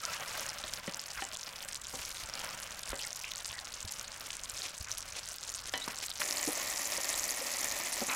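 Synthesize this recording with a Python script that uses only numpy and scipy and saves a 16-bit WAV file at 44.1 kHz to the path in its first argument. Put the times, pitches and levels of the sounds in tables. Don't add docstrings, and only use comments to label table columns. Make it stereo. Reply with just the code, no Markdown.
import sys
import numpy as np
from scipy import signal
from scipy.fft import rfft, irfft
from scipy.io import wavfile
from scipy.ndimage import uniform_filter1d

SR = 44100
rng = np.random.default_rng(int(sys.argv[2]) if len(sys.argv) > 2 else 0)


def master(y):
    cut = np.clip(np.atleast_2d(y).T, -1, 1)
    pcm = np.round(cut * 32767)
    wavfile.write(sys.argv[1], SR, pcm.astype(np.int16))


N = 359415
TIME_S = np.arange(N) / SR
FREQ_HZ = np.fft.rfftfreq(N, 1 / SR)
TOP_HZ = 16000
FLARE_ATTACK_S, FLARE_RELEASE_S = 0.0098, 0.012


def undb(db):
    return 10 ** (np.asarray(db) / 20)


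def unit(x):
    return x / np.sqrt(np.mean(x ** 2))


def colour(x, points, resonances=()):
    hz, db = np.transpose(points)
    power = undb(np.interp(np.log(FREQ_HZ + 1), np.log(hz), db)) ** 2
    for centre_hz, width_hz, peak_db in resonances:
        detune = 2 * (FREQ_HZ - centre_hz) / width_hz
        power = power + undb(peak_db) ** 2 / (1 + detune ** 2) ** 2
    return unit(irfft(rfft(x) * np.sqrt(power), N))


def band(x, lo_hz, hi_hz, order=2):
    edges_hz = [lo_hz, min(hi_hz, SR / 2.1)]
    return signal.sosfilt(signal.butter(order, edges_hz, "band", fs=SR, output="sos"), x)


def fade(t, t60):
    return np.exp(-np.log(1000) * t / t60)


def add(out, start_s, x):
    i = max(int(start_s * SR), 0)
    out[..., i:i + x.shape[-1]] += x[..., :N - i]


def drift(steps_per_s):
    k = max(int(SR / steps_per_s), 1)
    steps = np.repeat(rng.standard_normal(N // k + 1), k)
    return unit(uniform_filter1d(steps, k))[:N]


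def lean(x, left_db):
    return x * undb(np.array([[left_db], [-left_db]]) / 2)


def swells(rows, attack_s, release_s):
    power = np.zeros(N)
    for start_s, length_s, db in rows:
        rise = np.clip((TIME_S - start_s) / attack_s, 0, 1)
        fall = np.exp(-np.clip((TIME_S - start_s - length_s) / release_s, 0, 20))
        power += (undb(db) * rise * fall) ** 2
    return power


def patter(clicks_per_s, spread_db, side):
    sizes = undb(spread_db * rng.standard_normal(N).clip(-2, 2))
    clicks = (rng.random(N) < clicks_per_s / SR) * rng.standard_normal(N) * sizes
    return clicks * (1 + side * rng.standard_normal(N) * np.array([[1], [-1]]))


def bubbles(times_s, sizes, pitches_hz, cycles, width_db, lag_ms, glide, samples=160):
    life, place, lag, sign = rng.standard_normal((len(times_s), 4)).T[:, :, None]
    first = (times_s * SR).astype(int).clip(0)
    where = (first[:, None] + np.arange(samples)).ravel()
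    span = cycles * np.exp(0.62 * life)
    ears = []
    for side in (1, -1):
        lag_s = side * lag_ms * (.5 + lag) / 2 / 1e3
        turns = pitches_hz[:, None] * np.maximum(np.arange(samples) / SR + lag_s - 1e-4, 0)
        phase = 2 * np.pi * turns * (1 + glide * np.minimum(turns / span, 1))
        ring = np.sin(phase) * fade(turns, span) * (1 - np.exp(-2 * turns))
        peak = np.abs(ring).max(axis=1, keepdims=True) + 1e-9
        gain = sizes[:, None] * np.sign(sign) * undb(side * width_db * place / 2) / peak
        ears.append(np.bincount(where, (gain * ring).ravel(), N)[:N])
    return np.array(ears)


def crackle(clusters_per_s, centre_hz, octaves, spread_db, cycles, width_db, lag_ms):
    starts_s = np.repeat(rng.random(int(clusters_per_s * N / SR)) * N / SR, 3)
    pitch, size, wait = rng.standard_normal((len(starts_s), 3)).T
    times_s = (starts_s + 0.003 * np.abs(wait)) % TIME_S[-1]
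    hz = centre_hz * 2 ** (octaves * pitch)
    sizes = undb(spread_db * np.minimum(size, 2)) * (hz < TOP_HZ)
    x = bubbles(times_s, sizes, hz, cycles, width_db, lag_ms, glide=0.35)
    power = uniform_filter1d(np.mean(x ** 2, axis=0), SR // 14)
    return x / np.sqrt(power + np.mean(x ** 2) / 20)


def wet_clicks(clicks_per_s, centre_hz, octaves, spread_db, cycles):
    times_s = rng.random(int(clicks_per_s * N / SR)) * N / SR
    pitch, size = rng.standard_normal((len(times_s), 2)).clip(-2, 2).T
    hz = centre_hz * 2 ** (octaves * pitch)
    return unit(bubbles(times_s, undb(spread_db * size), hz, cycles,
                        width_db=-2, lag_ms=0.011, glide=0.29, samples=800))


def thud(db, hz, t60_s):
    t = np.arange(SR // 3) / SR
    blur = unit(band(rng.standard_normal(len(t)), hz * 0.55, hz * 1.87))
    x = (np.sin(2 * np.pi * hz * t) + .5 * blur) * fade(t, t60_s) * (1 - np.exp(-2 * hz * t))
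    return x * undb(db) / np.abs(x).max()


def gentle_sizzle():
    # (time [s], length [s], fizz level [dB], steam hiss level [dB])
    flares = [(0.026, 0.14, -47.5, -56), (.22, 0.24, -51, -54), (0.727, 0.017, -46, -47),
              (1.127, 0.09, -53, -55), (1.415, 0.31, -57, -61), (1.886, 0.35, -48, -54),
              (2.33, 0.25, -54, -69), (2.866, 0.043, -49, -62), (2.98, 0.05, -43.5, -58),
              (3.226, 0.058, -44.5, -67), (3.91, 0.11, -48, -62), (4.23, 0.11, -54.5, -63),
              (4.491, 0.19, -48, -60), (4.892, 0.035, -47.5, -54), (5.146, 0.065, -43.5, -64),
              (5.406, 0.042, -44, -60), (5.676, 0.012, -43, -54), (5.8, 0.11, -49.5, -59),
              (6.018, 0.032, -43.5, -47)]
    # (frequency [Hz], density [dB per Hz])
    fizz_colour = [(1200, 0.5), (2300, 6), (3200, 5), (4400, 4), (6500, 6), (8500, -2), (11000, -3),
                   (13000, -13), (16000, -28)]
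    rest_crackle_db, rest_fizz_db = -45.5, -55.5
    flare = swells([(s, length, db) for s, length, db, _ in flares], FLARE_ATTACK_S, FLARE_RELEASE_S)
    steam = swells([(s, length, db) for s, length, _, db in flares], FLARE_ATTACK_S, FLARE_RELEASE_S)

    ticks = crackle(clusters_per_s=175, centre_hz=6000, octaves=.47, spread_db=6, cycles=7.2,
                    width_db=-1.5, lag_ms=0.018)
    ticks = ticks * unit(undb(2.24 * drift(25)))
    ticks = ticks * np.sqrt(undb(rest_crackle_db) ** 2 + flare * undb(-3.75) ** 2)

    fizz = colour(patter(clicks_per_s=9000, spread_db=5, side=0.12), fizz_colour)
    fizz = band(fizz, 310, 10300, order=3)
    spurts = unit(undb(7.8 * np.tanh(drift(70)) + 2.7 * np.tanh(drift(16))))
    fizz = fizz * spurts * np.sqrt(undb(rest_fizz_db) ** 2 + flare)

    hiss = unit(band(patter(clicks_per_s=16000, spread_db=7, side=0.62), 6800, 13200))
    return lean(ticks + fizz + hiss * np.sqrt(steam), 1.6)


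def stirring():
    # (time [s], length [s], level [dB])
    strokes = [(0.0, 0.43, -47), (.6, 0.65, -54.5), (2.22, 0.29, -49.5), (2.85, 0.13, -55.5),
               (3.85, .15, -58), (5.8, 0.17, -54.5)]
    # (frequency [Hz], density [dB per Hz])
    rub_colour = [(110, -4.5), (160, 1), (380, -12), (480, -2), (580, 4.5), (760, -1), (1050, -0.5),
                  (1350, 3), (1900, 0), (2900, 0), (5000, -16)]
    rest_db = -55
    push = np.sqrt(undb(rest_db) ** 2 + swells(strokes, attack_s=0.055, release_s=0.31))
    rub = colour(patter(clicks_per_s=1400, spread_db=-1, side=0.037), rub_colour)
    rub = rub * undb(2.0 * drift(45))
    wet = wet_clicks(clicks_per_s=160, centre_hz=1333, octaves=0.572, spread_db=1.5, cycles=91)
    return lean((rub + wet * undb(-5.0)) * push, 0.74)


def kitchen():
    # (frequency [Hz], density [dB per Hz])
    rumble_colour = [(20, 5.5), (36, 14), (60, -3), (110, 8.5), (170, -24), (350, -41), (600, -11),
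                     (1500, 3.5), (5000, -61)]
    rumble = colour(rng.standard_normal(N), rumble_colour)
    deep = unit(band(rng.standard_normal((2, N)), 42, 81, order=1))
    bed = lean(rumble, 4.7) * undb(-61.5) + lean(deep, 13.6) * undb(-66.5)
    return bed * undb(2 * drift(6.2))


def scatter(x, tail_s, wet_db):
    keep = np.exp(-1 / (tail_s * SR))
    energy = signal.lfilter([1 - keep], [1, -keep], band(x, 5200, 15000) ** 2)
    smear = unit(band(rng.standard_normal((2, N)), 7100, 9600, order=1))
    return undb(wet_db) * np.sqrt(energy) * smear


def reflections(x, t60_s, wet_db):
    t = np.arange(SR // 3) / SR
    tail = rng.standard_normal((2, len(t))) * fade(t, t60_s) * (t > .0006)
    tail /= np.sqrt(np.sum(tail ** 2, axis=1, keepdims=True))
    return undb(wet_db) * signal.fftconvolve(x, tail, axes=1)[:, :N]


def squelches():
    # (time [s], length [s], rms level [dB], centre [Hz],
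    # width [share of centre], pitch rise [share])
    wet_rubs = [(0.025, .03, -45, 1300, .07, .1), (0.056, .05, -46, 1380, .06, -.1),
                (0.072, 0.043, -51, 2730, .08, -0.07), (0.12, .04, -46, 2000, 0.43, 0),
                (0.34, 0.049, -47, 1050, 1, 0), (1.168, 0.039, -42.5, 1520, 0.95, -.05),
                (2.889, 0.042, -49, 1390, 1, 0), (2.982, .055, -47.5, 2950, .3, -0.053),
                (3.032, 0.03, -48.5, 1980, .15, 0), (3.227, .08, -50, 2700, .35, -.08),
                (3.525, 0.076, -50, 1860, .2, -.03), (4.859, 0.049, -49.5, 1560, 1, 0.0078),
                (5.809, .039, -44, 3850, .07, 0), (6.214, .0082, -30.5, 1740, 1, -0.012),
                (8.07, .12, -40.5, 1110, 0.65, -0.048), (8.083, 0.062, -39.5, 2310, 0.35, -0.0023)]
    out = np.zeros(N)
    for s, length_s, db, hz, width, rise in wet_rubs:
        slips = rng.standard_normal(SR // 4) * (rng.random(SR // 4) < .05)
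        ring = band(slips, hz / (1 + width / 2), hz * (1 + width / 2))
        size = int(length_s * SR)
        position = SR // 20 + np.cumsum(1 + rise * np.linspace(-.5, .5, size))
        gliding = np.interp(position, np.arange(len(ring)), ring)
        add(out, s, unit(gliding * signal.windows.tukey(size, .5)) * undb(db))
    return lean(out, 1.7)


def loud_pops():
    # (time [s], relative level [dB], pitch [Hz])
    pops = [(0.0353, -26, 5700), (0.0508, -18, 5660), (0.4633, -22, 6720), (0.4913, -22, 5490),
            (0.7357, -19, 5210), (0.9438, -22, 5850), (0.9936, -25, 5160), (1.3698, -23, 6800),
            (1.7444, -20, 7210), (2.6, -22, 7970), (2.7921, -25, 5960), (2.8908, -23, 8300),
            (3.0674, -24, 8020), (3.1288, -22, 6260), (3.3568, -22, 7290), (3.4451, -26, 4900),
            (3.6451, -29, 6120), (3.8043, -25, 6890), (3.9943, -22, 6100), (4.2068, -27, 4720),
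            (4.4348, -22, 6580), (4.4967, -21, 7540), (4.6184, -24, 4220), (4.9147, -20, 5970),
            (5.2565, -25, 7580), (5.2869, -22, 6960), (5.4919, -24, 6800), (5.5388, -23, 6580),
            (5.656, -25, 5180), (5.8825, -20, 6540), (6.0821, -27, 4090), (6.2023, -21, 5280),
            (6.3081, -15, 5340), (7.3063, -18, 6750)]
    s, db, hz = np.transpose(pops)
    lead = bubbles(s + 0.00037, undb(db - 8.5), hz * 1.25, cycles=3.4,
                   width_db=-9, lag_ms=0.012, glide=0.12)
    spit = bubbles(s + 0.00135, undb(db + 0.5), hz, cycles=8,
                   width_db=-2.5, lag_ms=0.0082, glide=0.03)
    return lean(lead + spit, 1.4)


def knocks():
    # (time [s], peak level [dB], upper cutoff [Hz], relative ring level [dB],
    # wood note [Hz], relative wood level [dB])
    blows = [(.639, -34, 2200, -6, 624, -4), (.878, -28.5, 3000, -4, 563, -0.5),
             (1.222, -24, 3400, -3, 784, 2), (1.938, -36.5, 1050, -1, 520, -8),
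             (2.93, -27.5, 1990, -8, 548, -3.5), (5.7381, -19, 4150, 1.5, 480, -11),
             (5.878, -25, 2420, -12, 948, -8)]
    # (frequency [Hz], relative level [dB], t60 [s])
    modes = [(269, -9, 0.44), (465, -14, 0.29), (604, 1, .12), (776, 0, 0.19), (962, -2, 0.28),
             (1140, -24, 0.074), (1300, -22, .1), (1715, 3, .09), (1833, 9.5, 0.06), (1980, 1.5, 0.32),
             (2980, 5, 0.25), (3150, 5, .12), (3330, 2, 0.068), (4090, 1, .16), (4000, -7, .12),
             (4511, -11, .1)]
    out, t = np.zeros(N), np.arange(SR // 2) / SR
    hz, mode_db, t60_s = np.transpose(modes)[:, :, None]
    for s, db, bright_hz, ring_db, wood_hz, wood_db in blows:
        mode_gain = undb(mode_db + 1.0 * rng.standard_normal(hz.shape))
        tones = np.sin(2 * np.pi * (hz * t + rng.random(hz.shape)))
        ring = np.sum(mode_gain * tones * fade(t, t60_s), axis=0)
        clack = rng.standard_normal(len(t)) * (fade(t, 0.011) + 0.17 * fade(t, 0.27))
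        wood = np.sin(2 * np.pi * wood_hz * t) * fade(t, 0.094)
        blow = 4 * clack + undb(wood_db) * wood + undb(ring_db - 13.5) * ring
        blow = band(blow, 163, bright_hz, order=3)
        add(out, s, blow * undb(db) / np.abs(blow).max())
    return lean(out, 2.4)


def bumps():
    # (time [s], peak level [dB], pitch [Hz], t60 [s])
    contacts = [(0.879, -35, 185, 0.058), (1.17, -51, 48.7, 0.14), (1.935, -44.5, 135, 0.04),
                (1.995, -46.5, 58.6, 0.048), (2.24, -44, 65, 0.038), (2.899, -40.5, 42.6, 0.14),
                (3.491, -51, 80, .12), (3.845, -39, 84, 0.051), (4.531, -48, 65, 0.047),
                (4.803, -39, 68.5, 0.05)]
    out = np.zeros(N)
    for s, db, hz, t60_s in contacts:
        add(out, s, thud(db, hz, t60_s))
    return lean(out, 13.0)


def hard_boil():
    # (frequency [Hz], density [dB per Hz])
    throw = [(2000, -13), (3300, -4), (4800, -3), (6200, -1), (7400, -0.5), (8700, -6), (10500, 0),
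             (13000, -4.5), (16000, -9)]
    # (frequency [Hz], density [dB per Hz])
    froth_colour = [(88, -37), (150, -9), (291, -1), (466, -4.5), (612, 1), (730, 2.5), (1310, 1),
                    (1530, -5.5), (1870, 5.5), (3160, -2.5), (7040, -3.5), (8730, -14), (10400, -12),
                    (15100, -7), (16000, -41)]
    # (frequency [Hz], width [Hz], level [dB])
    hollow = [(233, 19, -3.5), (287, 9.1, 3), (593, 112, 6), (1890, 220, 3), (2420, 590, -3),
              (6840, 1300, -24)]
    # (time [s], length [s], extra crackle level [dB])
    welling = [(7.02, 0.1, -41.5)]
    crackle_db, froth_db, blip_db = -38.5, -41, -58
    ticks = crackle(clusters_per_s=420, centre_hz=7440, octaves=.43, spread_db=5.5, cycles=11.0,
                    width_db=1.5, lag_ms=0.012)
    ticks = colour(ticks, throw) * undb(1.5 * drift(9))
    froth = colour(patter(clicks_per_s=7000, spread_db=3.5, side=0.087), froth_colour, hollow)
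    froth = froth * undb(1.04 * drift(35))
    blips = wet_clicks(clicks_per_s=38, centre_hz=1285, octaves=0.666, spread_db=8.5, cycles=59)
    vigour = np.sqrt(undb(crackle_db) ** 2 + swells(welling, FLARE_ATTACK_S, FLARE_RELEASE_S))
    return lean(ticks * vigour, 4.0) + lean(froth * undb(froth_db) + blips * undb(blip_db), 4.1)


def plops():
    # (time [s], peak level [dB], pitch [Hz])
    thick_bubbles = [(6.475, -28.5, 300), (6.485, -29.5, 497), (6.568, -34, 630), (6.98, -33, 552),
                     (8.016, -29.5, 235), (8.017, -28, 570), (8.084, -36, 255)]
    out = np.zeros(N)
    for s, db, hz in thick_bubbles:
        add(out, s, thud(db, hz, t60_s=0.079))
    return lean(out, 3.5)


def scene():
    boil_start_s, switch_s = 6.195, 0.0051
    boiling = np.clip((TIME_S - boil_start_s) / switch_s, 0, 1)
    sizzle = (gentle_sizzle() + stirring()) * (1 - boiling) + hard_boil() * boiling + loud_pops()
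    direct = sizzle + scatter(sizzle, tail_s=0.00048, wet_db=-16.0)
    direct = direct + squelches() + knocks() + bumps() + plops()
    return direct + reflections(direct, t60_s=0.23, wet_db=-14.5) + kitchen()


def record(dry):
    return signal.sosfilt(signal.ellip(10, .2, 80, TOP_HZ, fs=SR, output="sos"), dry)


dry = scene()
out = record(dry)
master(out)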